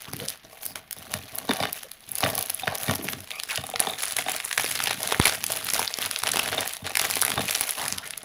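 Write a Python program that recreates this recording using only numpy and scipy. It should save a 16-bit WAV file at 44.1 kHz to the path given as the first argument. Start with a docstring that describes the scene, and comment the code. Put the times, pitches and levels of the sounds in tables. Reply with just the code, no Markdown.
"""Fine crinkle in a quiet, small, dry room: hands peel shrink-wrap off a plastic disc case, close to a small microphone.
Creased film is noise under random-buckle envelopes; sharp snaps are short bursts that also ring the case.
Slipping film squeaks and swishes as roughened tones. The case slides and knocks on a cloth-covered table:
noise through shell and table resonances. One pop strikes the microphone with a puff of air."""
import sys
import numpy as np
from scipy import signal
from scipy.fft import rfft, irfft, next_fast_len
from scipy.io import wavfile
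from scipy.ndimage import uniform_filter1d

SR = 44100
rng = np.random.default_rng(int(sys.argv[2]) if len(sys.argv) > 2 else 0)


def wrap_up_sound(samples):
    """Save the sound to the file named by the first command line argument, as 16-bit audio."""
    columns = np.atleast_2d(samples).T
    # keep every value between -1 and 1, then stretch to whole-number steps
    tamed = np.clip(columns, -1, 1)
    steps = np.round(tamed * 32767).astype(np.int16)
    wavfile.write(sys.argv[1], SR, steps)


N = 363686
TOP_HZ = 16300  # end of the band

# loud buckles of the film: start_s, level_db, centre_hz, breadth_octaves (Gaussian sigma)
LOUD_BUCKLES = [(0.02, -35, 4990, 2), (.134, -26.5, 2400, 4.2), (.166, -32.5, 13000, 1.7),
                (0.2846, -20.5, 5230, 0.62), (.295, -31, 12000, 2), (.302, -29, 3290, 1.6),
                (.632, -33, 3220, 3.5), (0.654, -27, 11000, 0.9), (.663, -25, 14000, 1.75),
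                (.757, -26, 1760, 1.6), (.91, -27, 13850, 3.5), (.928, -26, 14000, 2.1),
                (1.139, -20, 3360, 1.24), (1.355, -27, 14000, 0.47), (1.3852, -24, 6320, 3.1),
                (1.509, -20, 700, 1.2), (1.514, -21, 840, 1.5), (1.535, -24, 3900, 3.5),
                (1.627, -22, 700, 1.9), (1.6354, -25.5, 1110, 0.93), (1.654, -22.5, 1790, 0.61),
                (1.7292, -22.5, 14000, 1.2), (1.8324, -31.5, 5600, 2.9), (1.916, -32, 5350, 1.6),
                (2.091, -36, 7100, 4.6), (2.117, -25.5, 13400, 0.55), (2.154, -24, 8100, 1.5),
                (2.16, -34, 5000, 2.2), (2.184, -22.5, 14000, 2.4), (2.206, -24.5, 9700, 8.1),
                (2.238, -15.5, 1590, 0.93), (2.262, -18.5, 1910, 0.6), (2.302, -27, 11000, 2),
                (2.353, -23, 14000, 1.5), (2.379, -23, 8640, 3), (2.39, -23, 14000, 1.3),
                (2.41, -27, 12000, 2.4), (2.426, -23, 14000, 2.2), (2.46, -30, 14000, 1.9),
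                (2.4977, -25, 2700, 1.6), (2.5016, -21, 9000, 3.9), (2.546, -24.5, 13500, 0.68),
                (2.6778, -15.5, 1090, 1.1), (2.7534, -23, 9100, 2.8), (2.783, -29, 11000, 1.5),
                (2.833, -26, 11960, 2.9), (2.911, -19.5, 1900, 1.6), (2.937, -25, 700, 2),
                (2.952, -28, 14000, 1.7), (2.956, -24.5, 2500, 2.2), (3.045, -32, 13000, 1),
                (3.086, -20.5, 1630, 1.1), (3.124, -32, 13900, 2), (3.133, -24.5, 1620, 1.54),
                (3.205, -37, 9000, 2), (3.306, -27, 2740, 1.1), (3.315, -25.5, 3000, .5),
                (3.399, -23, 3060, 1.02), (3.435, -23.5, 3650, 2.2), (3.558, -22, 3870, 1),
                (3.575, -20, 2460, 0.84), (3.667, -30.5, 5300, 1.7), (3.7, -31.5, 14000, 1.9),
                (3.759, -19, 2030, 0.87), (3.7952, -21, 2060, 1), (3.8023, -14.5, 10000, 5),
                (4.033, -22.5, 2000, 1.4), (4.0363, -21.5, 2450, 1.56), (4.055, -27, 5300, .9),
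                (4.1223, -25, 5600, 2), (4.186, -16.5, 1750, 0.56), (4.209, -28, 2370, .75),
                (4.2899, -33, 1000, 1.2), (4.4014, -22.5, 2090, 0.92), (4.45, -26, 8600, .4),
                (4.5121, -21.5, 1930, 0.65), (4.528, -19.5, 2400, 1.24), (4.578, -12.5, 2050, 1.26),
                (4.596, -20.5, 1210, 0.58), (4.643, -21.5, 905, 1.6), (4.662, -23.5, 3000, 0.86),
                (4.713, -20.5, 2500, 2.1), (4.754, -23, 3000, 1.2), (4.803, -19, 1560, 1.15),
                (4.8718, -17, 1890, 1.1), (4.909, -17.5, 1660, 1.08), (5.031, -21.5, 4700, 1.1),
                (5.0745, -21, 4400, 1.1), (5.123, -13.5, 1120, 1.55), (5.145, -19.5, 1900, 0.67),
                (5.199, -12, 960, 2.1), (5.214, -19, 3020, .65), (5.255, -10.5, 1560, 1.9),
                (5.2596, -19, 1820, 2.2), (5.265, -19.5, 700, 1.3), (5.27, -16, 1600, 2.4),
                (5.2765, -22, 2210, 1.3), (5.282, -25, 3500, 1.4), (5.355, -29, 9700, 3.2),
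                (5.44, -18, 3030, 3.3), (5.465, -20.5, 5400, 0.66), (5.52, -20.5, 4480, 3.4),
                (5.646, -25.5, 14000, 0.41), (5.6689, -30, 1500, 3.2), (5.687, -21.5, 1800, 1.1),
                (5.701, -21, 6300, 0.44), (5.736, -17.5, 3200, 3.4), (5.744, -20.5, 5000, 0.41),
                (5.793, -19.5, 750, 0.48), (5.877, -18.5, 4050, 0.27), (5.94, -19.5, 4400, 0.6),
                (5.9865, -22, 1190, 2.2), (6.1118, -21, 2940, 1.2), (6.161, -19, 3250, 0.78),
                (6.188, -28, 7100, 1.8), (6.2353, -17, 1800, 1.44), (6.262, -23.5, 1820, 0.97),
                (6.27, -18, 2240, 0.89), (6.2761, -20, 1520, 1.5), (6.29, -20, 1800, 1.7),
                (6.318, -17, 5000, 0.79), (6.3582, -18, 960, 1.9), (6.37, -17.5, 1120, 2),
                (6.393, -15.5, 1300, 1.9), (6.396, -16, 2650, 0.25), (6.477, -25, 1997, 1.2),
                (6.529, -22.5, 1400, 1.1), (6.6075, -21, 6960, 1.2), (6.629, -26, 890, 1.2),
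                (6.676, -22.5, 7060, 2.8), (6.735, -26.5, 5040, 0.83), (6.768, -29.5, 2900, 1.3),
                (6.866, -23.5, 1880, 1.2), (6.954, -16.5, 2950, 1.1), (6.971, -13, 2880, 1.4),
                (6.995, -16, 2900, 1.1), (7.015, -19.5, 2980, 4.8), (7.045, -22.5, 1500, 2.5),
                (7.1003, -21.5, 2000, 1.8), (7.11, -18.5, 3900, 1.6), (7.168, -20, 780, 1.8),
                (7.1927, -27, 2700, 2.8), (7.216, -14.5, 7600, 1.4), (7.223, -16, 2200, 2.1),
                (7.232, -20, 1330, 0.36), (7.25, -17, 6700, 3.4), (7.28, -20.5, 1200, 1.8),
                (7.303, -22, 1510, 2.4), (7.318, -20, 2080, 1.26), (7.3766, -21, 1410, 0.77),
                (7.4555, -28, 13000, 2.4), (7.509, -17.5, 5300, 3.2), (7.5505, -15.5, 4400, 0.72),
                (7.5588, -23, 3520, 1.3), (7.6096, -16, 2700, 5), (7.692, -21.5, 4100, 2.5),
                (7.708, -22.5, 14000, 1.3), (7.881, -21, 4200, 1.2), (7.9244, -18, 3200, 1.2),
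                (7.983, -23, 3000, 1.04), (8.107, -27, 5000, 1.4), (8.136, -29, 2700, 0.57),
                (8.177, -28, 13900, 2.6)]
# resonances of the hollow case: centre_hz, width_hz, level_db
SHELL_MODES = [(449, 56, -4), (642, 74, 2.5), (772, 136, -0.5), (1137, 80, -4.5), (1446, 105, -12),
               (1840, 70, -6), (2300, 45, -7), (2950, 44, -4.5), (3624, 85, -3), (4900, 1440, -19.5)]
# resonances of the table under its cloth: centre_hz, width_hz, level_db
TABLE_MODES = [(90.4, 14.6, -1.5), (138, 16.3, 0.5), (198, 35, -4.5), (273.6, 38, -4), (345, 45, -13),
               (422, 45, -12)]


def amp(db):
    """Decibels to gain."""
    return 10 ** (np.asarray(db) / 20)


def unit(x):
    """Scale to rms 1."""
    return x / np.sqrt(np.mean(x ** 2) + 1e-20)


def sized(x, span_s):
    """Scale a short sound to the energy of rms 1 held for span_s."""
    return x / np.sqrt(np.sum(x ** 2) / (span_s * SR) + 1e-20)


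def along(points, hz):
    """Interpolate (Hz, value) points on a log axis."""
    f, v = np.transpose(points)
    return np.interp(np.log(hz + 1), np.log(f + 1), v)


def curves(rows):
    """One value per sample for each column after the time."""
    s, *cols = np.transpose(rows)
    return [np.interp(np.arange(N) / SR, s, c) for c in cols]


def add(track, s, sound):
    """Mix a sound into the track at time s."""
    part = track[max(0, round(s * SR)):][:len(sound)]
    part += sound[:len(part)]


def filtered(x, response):
    """x times a complex response of frequency."""
    m = 2 * next_fast_len(N // 2 + SR // 4)
    return irfft(rfft(x, m) * response(np.fft.rfftfreq(m, 1 / SR)), m)[:N]


def causal(gain):
    """Minimum-phase response with this gain: sharp attack, ringing after it."""
    cepstrum = irfft(np.log(np.maximum(gain, 1e-6)))
    half = len(cepstrum) // 2
    return np.exp(rfft(np.r_[cepstrum[0], 2 * cepstrum[1:half], np.zeros(half)]))


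def body(modes, hz):
    """Sum of band-pass resonances of alternating sign."""
    total = 0
    for k, (c, w, db) in enumerate(modes):
        total = total + (-1) ** k * amp(db) * 1j * hz * w / (c * c - hz * hz + 1j * hz * w)
    return total


def quiet_floor(level_db=-57):
    """Steady noise of the quiet room."""
    # spectrum: freq_hz, density_db
    quiet_spectrum = [(25, 4.5), (80, -2), (200, 0), (600, -16), (1200, -9), (2000, -5), (4000, -13),
                      (8000, -46), (11000, -23), (16000, -17.5)]
    noise = rng.standard_normal(N)
    return amp(level_db) * unit(filtered(noise, lambda hz: amp(along(quiet_spectrum, hz))))


def stroke(start_s, length_s, attack_s, onset_db, release_s):
    """Gain of one hand movement: takes hold, drifts from onset_db to 0 dB, lets go exponentially."""
    gain = np.zeros(N)
    t = np.arange(round((length_s + 8 * release_s) * SR)) / SR
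    drift = amp(onset_db * (1 - np.minimum(t / length_s, 1)))
    release = np.exp(-np.maximum(t - length_s, 0) / release_s)
    add(gain, start_s, np.minimum(t / attack_s, 1) * drift * release)
    return gain


def effort(attack_s=0.012, onset_db=3.5, release_s=0.017):
    """Gains of rubbing, crinkle and fizz: pulls add in power to the creasing in the grip."""
    # pulls or sweeps of the fingers, relative levels: start_s, length_s, case_rub_db, crinkle_db, fizz_db
    pull_rows = [(0.184, 0.15, -49.5, -44.5, -44), (0.433, 0.027, -49, -50.5, -58),
                 (0.609, .1, -50, -51.5, -42.5), (0.756, 0.026, -38.5, -46, -44),
                 (0.955, 0.12, -51.5, -51, -49.5), (1.099, 0.076, -39.5, -43.5, -43),
                 (1.327, 0.13, -43, -60, -52), (1.478, 0.21, -36, -40, -44),
                 (1.746, 0.035, -51, -40.5, -37), (2.218, 0.091, -30, -40, -34),
                 (2.323, 0.11, -38.5, -44, -55), (2.583, 0.017, -50, -35.5, -34),
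                 (2.674, 0.087, -36, -45, -53), (2.793, 0.13, -42, -41, -36.5), (3.03, .1, -43, -46, -42),
                 (3.299, 0.095, -46, -50, -48), (3.477, .1, -49, -35.5, -37), (3.795, .14, -36.5, -38, -39),
                 (3.978, 0.15, -47, -35, -36.5), (4.154, 0.052, -37, -28.5, -30.5),
                 (4.272, 0.093, -38.5, -32.5, -37), (4.43, 0.2, -66, -47, -40),
                 (4.569, 0.25, -49, -33, -33.5), (4.826, .1, -41, -31.5, -37),
                 (4.992, 0.18, -36.5, -36.5, -37), (5.212, 0.05, -52, -28.5, -35),
                 (5.251, 0.043, -34, -25.5, -27), (5.313, 0.035, -36.5, -32, -34),
                 (5.487, 0.1, -37, -34, -33), (5.65, 0.14, -56, -35.5, -34.5), (5.735, 0.11, -37, -31, -31),
                 (5.996, 0.066, -41, -31, -34.5), (6.125, .08, -46, -41.5, -44),
                 (6.251, 0.025, -27, -29, -33), (6.322, 0.17, -34.5, -32, -35.5),
                 (6.514, 0.14, -32.5, -34, -47), (6.638, 0.12, -58, -40, -42),
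                 (6.842, 0.071, -37.5, -35, -46), (6.981, 0.079, -35, -28.5, -33),
                 (7.118, 0.06, -43, -35, -36), (7.24, .11, -39, -37, -40), (7.394, 0.048, -40, -37.5, -37),
                 (7.471, 0.24, -42.5, -33.5, -32.5), (7.744, 0.2, -46, -35, -36.5),
                 (8.052, 0.02, -42, -38.5, -39), (8.229, .03, -38.5, -58, -59)]
    # creasing in the grip between pulls, relative levels: time_s, case_rub_db, crinkle_db, fizz_db
    grip_rows = [(0, -55, -46, -47), (.33, -58, -48.5, -56), (.41, -70, -58, -72), (.53, -49.5, -53, -48),
                 (.87, -60, -62, -64), (1.15, -51, -47, -48), (1.72, -56, -46, -49),
                 (2.02, -60.5, -56.5, -55), (2.22, -41, -39.5, -38), (2.56, -49.5, -45, -45.5),
                 (3, -44, -44, -44), (3.3, -54, -47.5, -48), (4.6, -48.5, -38.5, -38.5),
                 (5.92, -48, -39.5, -40), (6.6, -43, -37.5, -38.5), (6.83, -50.5, -53, -50),
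                 (7.1, -40, -31.5, -33), (8.22, -54.5, -48, -53.5)]
    pulls = np.array([stroke(s, length, attack_s, onset_db, release_s) for s, length, *_ in pull_rows])
    pull_gains = amp(np.array(pull_rows)[:, 2:].T)
    return np.sqrt(amp(curves(grip_rows)) ** 2 + pull_gains ** 2 @ pulls ** 2)


def creases(rate_hz, spread_db, life_s, smooth):
    """Envelope of tiny random buckles of unequal power, over a smooth share (0-1) of sliding."""
    chance = rng.random(N)
    size = np.minimum(rng.exponential(size=N), 3)
    power = (chance < rate_hz / SR) * amp(spread_db * size) ** 2
    power = signal.lfilter([1], [1, -np.exp(-1 / (life_s * SR))], power)
    # level out the slow swings
    power = power / (np.abs(uniform_filter1d(power, size=2600)) + power.mean() / 10)
    share = np.clip(smooth, 0, 1)
    return unit(np.sqrt(share + (1 - share) * power))


def facets(x, depth_db):
    """Facets of changing size each favour their own bands for a few milliseconds."""
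    z = signal.stft(x, nperseg=256)[2]
    field = uniform_filter1d(rng.standard_normal(z.shape), size=6, axis=0)
    field = uniform_filter1d(field, size=3, axis=1)
    return signal.istft(z * amp(depth_db * np.clip(unit(field), -2, 2)), nperseg=256)[1][:N]


def crinkle_dips(dip_s=0.01, depth_db=-10, large_db=-23):
    """The crinkle dips for about 10 ms before a large buckle, as the taut film holds still before it gives way.
    The dip is full from 6 dB above large_db."""
    dip = np.zeros(N)
    for s, db, *_ in LOUD_BUCKLES:
        add(dip, s - dip_s, np.clip((db - large_db) / 6, 0, 1) * np.ones(round(dip_s * SR)))
    return amp(depth_db * uniform_filter1d(np.minimum(dip, 1), size=80))


def wrap(rub, crinkle, fizz, rub_db=-3.0, crinkle_db=-0.7, fizz_db=-4.5):
    """Fine creases crackle in the film, and its drag sounds the case beneath."""
    # spectra: freq_hz, density_db
    crinkle_spectrum = [(200, -15.5), (600, -15), (1300, -2), (2300, 1), (3800, -0.5), (6000, -6),
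                        (8000, -11.5), (11000, -34), (16000, -46)]
    fizz_spectrum = [(3000, -33), (6500, 4.5), (9000, 0), (11000, 0.5), (15000, 1), (17000, -6)]
    shared = creases(rate_hz=420, spread_db=5.0, life_s=0.0008, smooth=0.12)
    tiny = creases(rate_hz=500, spread_db=5.0, life_s=0.00014, smooth=0.014)
    drag = creases(rate_hz=330, spread_db=10.5, life_s=0.0018, smooth=0.032)

    def grains(envelope, gain):
        noise = envelope * rng.standard_normal(N)
        return unit(filtered(noise, lambda hz: causal(gain(hz))))

    shell = grains(drag + shared, lambda hz: np.abs(body(SHELL_MODES, hz)) / np.hypot(1, (hz / 1700) ** 2))
    middle = grains(shared, lambda hz: amp(along(crinkle_spectrum, hz)))
    middle = unit(facets(middle, depth_db=3.2))
    top = grains(np.hypot(shared, tiny), lambda hz: amp(along(fizz_spectrum, hz)))
    mix = rub * amp(rub_db) * shell + crinkle * amp(crinkle_db) * middle + fizz * amp(fizz_db) * top
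    return crinkle_dips() * mix


def ticks(crinkle, per_s=30, over_crinkle_db=2.5, range_db=6, mid_hz=3770, range_octaves=2, breadth_octaves=1.7):
    """Lesser buckles, one at random in each time slot, louder under a harder pull; rows as LOUD_BUCKLES."""
    rows = []
    for k, (when, strength, size) in enumerate(rng.uniform(-1, 1, (600, 3))):
        s = (k + (when + 1) / 2) / per_s
        if s < N / SR:
            db = 20 * np.log10(crinkle[int(s * SR)]) + over_crinkle_db + range_db * strength
            rows.append((s, db, mid_hz * 2 ** (range_octaves * size), breadth_octaves))
    return rows


def onset_ticks(mean_lead_s=.0035, mean_db=-14.5, range_db=6):
    """A fainter tick of random level a few milliseconds before each loud buckle softens its onset;
    rows as LOUD_BUCKLES."""
    chance = rng.uniform(-1, 1, (len(LOUD_BUCKLES), 2))
    rows = []
    for (s, db, centre_hz, breadth), (early, strength) in zip(LOUD_BUCKLES, chance):
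        lead_s = mean_lead_s * (1 + early / 2)
        rows.append((s - lead_s, db + mean_db + range_db * strength, centre_hz, breadth))
    return rows


def snaps(buckles, min_crack_s=0.00044, flutter_s=0.0018, flutter_db=-12, skirt_db=-27, shell_db=-7):
    """Each buckle cracks, flutters and rings the case; large facets sound lower and flip more slowly."""
    count = 2048
    out, t, hz = np.zeros(N), np.arange(count) / SR, np.fft.rfftfreq(count, 1 / SR)
    case = 1 + amp(shell_db) * body(SHELL_MODES, hz)
    for s, db, centre_hz, breadth in buckles:
        slowness = np.clip(np.sqrt(4000 / centre_hz), 1, 2)
        rise = 1 - np.exp(-t / (.00025 * slowness))
        crack = np.exp(-t / (min_crack_s * slowness))
        flutter = amp(flutter_db) * np.exp(-t / flutter_s)
        burst = rise * (crack + flutter) * rng.standard_normal(count)
        facet = np.exp(-(np.log2((hz + 1) / centre_hz) / breadth) ** 2 / 2)
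        facet = facet + amp(skirt_db) * hz / (hz + 500)
        facet = facet * np.where(hz < TOP_HZ, 1, 1 / 20)
        click = irfft(rfft(burst) * causal(facet) * case)
        add(out, s, amp(db) * sized(click, span_s=0.0034))
    return out


def slips(overtone_db=-11):
    """Taut film slips, swishes or tears: it sings roughly, at a pitch that follows its tension."""
    # start_s, length_s, first_hz, last_hz, width_hz, level_db
    slip_rows = [(0.065, 0.036, 685, 1700, 500, -45.5), (0.196, .085, 520, 507, 130, -40.5),
                 (.62, .1, 13800, 14300, 3000, -48), (0.667, 0.071, 4850, 5000, 900, -50),
                 (1.842, 0.034, 542, 560, 121, -48), (2.696, 0.06, 1116, 703, 350, -39),
                 (2.986, .08, 373, 310, 100, -41), (3.022, 0.052, 12500, 13000, 2500, -42),
                 (3.095, 0.035, 13000, 13800, 2500, -38), (3.328, 0.071, 2250, 2500, 250, -40.5),
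                 (3.329, 0.069, 1250, 1130, 200, -49), (3.496, .047, 3150, 1344, 500, -31.5),
                 (3.513, 0.037, 1170, 785, 200, -39), (5.253, 0.0064, 2130, 2210, 300, -12.5),
                 (5.243, 0.0048, 7000, 5040, 6950, -27), (7.768, 0.12, 844, 948, 500, -36),
                 (7.869, .06, 1100, 2430, 600, -44), (7.946, .08, 1490, 920, 600, -46),
                 (8.025, .06, 1490, 2220, 700, -41)]
    out = np.zeros(N)
    for s, length, first_hz, last_hz, width_hz, db in slip_rows:
        count = round(length * SR)
        lowpass = signal.butter(2, width_hz / 2, fs=SR, output="sos")
        rough = signal.sosfilt(lowpass, rng.standard_normal((3, SR // 4)))[:, -count:]
        phase = 2 * np.pi * np.cumsum(np.geomspace(first_hz, last_hz, count)) / SR
        overtone = amp(overtone_db) * (2 * first_hz < TOP_HZ) * rough[2] * np.sin(2 * phase)
        squeak = rough[0] * np.sin(phase) + rough[1] * np.cos(phase) + overtone
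        fade = np.linspace(1, .5, count) * signal.windows.tukey(count, .25)
        add(out, s, amp(db) * unit(squeak * fade))
    return out


def handling(gain_db=-1, cloth_db=-17, attack_s=0.014, onset_db=-4, release_s=0.043):
    """Hands shove the case over the cloth in soft jolts that the table passes on."""
    # relative levels: start_s, length_s, rumble_db
    shove_rows = [(0.075, 0.15, -41.5), (0.432, 0.015, -50.5), (0.647, 0.12, -52), (0.957, .06, -49),
                  (1.07, 0.16, -45.5), (1.313, 0.38, -47), (2.073, 0.042, -48), (2.233, .12, -39.5),
                  (2.436, 0.11, -57), (2.598, 0.31, -48.5), (2.867, 0.33, -43.5), (3.58, 0.36, -51),
                  (4.12, .23, -51), (4.58, 0.51, -46.5), (5.144, 0.67, -46.5), (5.988, 0.058, -44),
                  (6.222, .39, -41.5), (6.833, 0.48, -48.5), (7.277, .17, -40.5), (7.775, 0.19, -47),
                  (8.033, .17, -58), (8.225, 0.023, -43)]
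    jolts = creases(rate_hz=53, spread_db=-1, life_s=0.0021, smooth=0.45) * rng.standard_normal(N)

    def table(hz):
        wood = np.abs(body(TABLE_MODES, hz)) / np.hypot(1, (hz / 600) ** 2)
        cloth = amp(cloth_db) * hz / (hz + 80) / np.hypot(1, (hz / 450) ** 3)
        return causal(wood + cloth)

    push = np.zeros(N)
    for s, length, db in shove_rows:
        push += amp(db + gain_db) * stroke(s, length, attack_s, onset_db, release_s)
    return push * unit(filtered(jolts, table))


def rocking(count=4, rebound_s=.018):
    """The bumped case rocks, each contact weaker: (s, thud dB, centre Hz, clack dB) per contact."""
    # start_s, table_thud_db, thud_centre_hz, shell_clack_db, loss_per_rebound_db
    knock_rows = [(.131, -35.5, 145, -46, 16), (.225, -42, 195, -45, 11), (1.138, -35, 98.5, -38, 10),
                  (1.492, -24, 480, -26.5, 19), (1.508, -33, 400, -27, 12), (1.602, -33, 159, -26, 28),
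                  (1.634, -38, 330, -28.5, 5.5), (2.231, -28.5, 167, -24, 4), (2.38, -46, 150, -32, 18),
                  (2.634, -54, 410, -30.5, 21), (2.671, -33, 150, -30, 17), (2.881, -24.5, 231, -30.5, 26),
                  (2.895, -29.5, 237, -27, 5.5), (2.991, -36.5, 260, -44, 16), (3.041, -36.5, 262, -56, 8),
                  (3.132, -40, 217, -41, 12), (3.577, -37, 109, -33, 8.5), (3.638, -50, 220, -35, 23),
                  (3.69, -54, 290, -37.5, 21), (3.738, -59, 430, -30.5, 14), (3.87, -42, 440, -28, 14),
                  (3.898, -60, 420, -30, 13), (3.935, -55, 420, -35, 16), (4.191, -54, 270, -35, 18),
                  (4.262, -46, 423, -33, 18), (4.285, -46, 440, -28, 18), (4.576, -46, 200, -31, 18),
                  (5.79, -42, 314.6, -39, 18), (6.579, -38, 370, -26, 9), (6.819, -39.5, 91, -49, 11),
                  (7.167, -47.5, 270, -37, 20), (7.365, -31, 170, -43, 18), (7.378, -39, 230, -27.5, 20),
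                  (7.392, -32, 199, -29, 6), (7.918, -41.5, 120, -55, 21)]
    return [(s + k * rebound_s, thud - k * loss, centre_hz, clack - k * loss)
            for s, thud, centre_hz, clack, loss in knock_rows for k in range(count)]


def knocks(contact_s=0.0019, settle_s=0.0039, breadth_octaves=0.97, light_db=9):
    """A blow rattles the shell and thuds into the table; the lighter the tap, the more the lid rings instead."""
    # lid, tapped on its own: centre_hz, width_hz, level_db
    lid_modes = [(468, 17, -11), (754, 63, 0.5), (1255, 77, -14), (2450, 200, -13), (3660, 105, -2.5)]
    count = 8192
    out, t, hz = np.zeros(N), np.arange(count) / SR, np.fft.rfftfreq(count, 1 / SR)

    def struck(modes):
        # mode levels vary from blow to blow
        return body([(c, w, db + 2 * rng.standard_normal()) for c, w, db in modes], hz)

    def blow(life_s, response):
        burst = np.exp(-t / life_s) * rng.standard_normal(count)
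        return sized(irfft(rfft(burst) * response), span_s=0.025)

    for s, thud_db, centre_hz, clack_db in rocking():
        # a soft blow favours low modes
        softness = causal(np.exp(-(np.log2((hz + 1) / centre_hz) / breadth_octaves) ** 2 / 2) + 1 / 100)
        light = np.clip((clack_db - thud_db - light_db) / 10, 0, 1)
        shell = np.sqrt(1 - light) * blow(contact_s, struck(SHELL_MODES))
        lid = np.sqrt(light) * blow(contact_s, struck(lid_modes))
        thud = blow(settle_s, struck(TABLE_MODES) * softness)
        add(out, s, amp(thud_db) * thud + amp(clack_db) * (shell + lid))
    return out


def pop(start_s=5.1986, push_s=0.00055, corner_hz=75, push_db=-4):
    """The wrap gives way: one push of air, which a high-pass makes swing back and settle."""
    out, u = np.zeros(N), np.arange(SR // 20) / SR / push_s
    add(out, start_s, -amp(push_db) * u * np.exp(1 - u))
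    return filtered(out, lambda hz: -hz ** 2 / (corner_hz ** 2 - hz ** 2 + 1.1j * hz * corner_hz))


def room(x):
    """A tail from the walls, 5 ms late: noise decaying at a rate set by frequency."""
    # freq_hz, t60_s
    decay_times = [(200, 0.22), (2000, 0.36), (12000, 0.089)]
    hz, t, z = signal.stft(rng.standard_normal(SR // 3), SR, nperseg=256)
    decay = amp(-60 * t / along(decay_times, hz)[:, None])
    tail = signal.istft(z * decay, SR, nperseg=256)[1]
    return signal.fftconvolve(x, np.r_[np.zeros(SR // 200), tail] / np.linalg.norm(tail))[:N]


def scene(room_db=-16):
    """Wrap, case and table in a quiet room; the puff of air reaches only the microphone."""
    rub, crinkle, fizz = effort()
    buckles = LOUD_BUCKLES + onset_ticks() + ticks(crinkle * crinkle_dips())
    near = wrap(rub, crinkle, fizz) + snaps(buckles) + slips() + handling() + knocks()
    return (near + pop() + amp(room_db) * room(near) + quiet_floor())[None]


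def record(dry):
    """The port colours the sound by direction, the largest peaks are rounded off, and the band ends."""
    # where the film is worked: time_s, side_share (0-1)
    side_rows = [(2.9, 0.64), (3.3, 0.8), (3.7, 1), (4.4, 1), (4.65, 0.85)]
    # microphone colour, ahead and from the side: freq_hz, gain_db
    front_colour = [(20, -7), (70, -4), (6500, 2), (8000, -19.5), (9200, -2), (10700, 8), (12000, 9),
                    (13800, -5), (15100, 10.5), (15700, -1), (16300, -28)]
    side_colour = [(20, -7), (70, 1), (6300, -3), (7600, -3), (8600, -1), (10500, 8.5), (12000, -0.5),
                   (14000, -6), (15300, 2), (16300, -20.5)]

    def port(colour):
        return filtered(dry[0], lambda hz: causal(amp(along(colour, hz))))

    aside = np.clip(curves(side_rows)[0], 0, 1)
    x = (1 - aside) * port(front_colour) + aside * port(side_colour)
    x = x / (1 + np.abs(x / .8) ** 4) ** (1 / 4)
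    return filtered(x, lambda hz: 1 / np.hypot(1, (hz / TOP_HZ) ** 120))[None]


dry = scene()
out = record(dry)
wrap_up_sound(out)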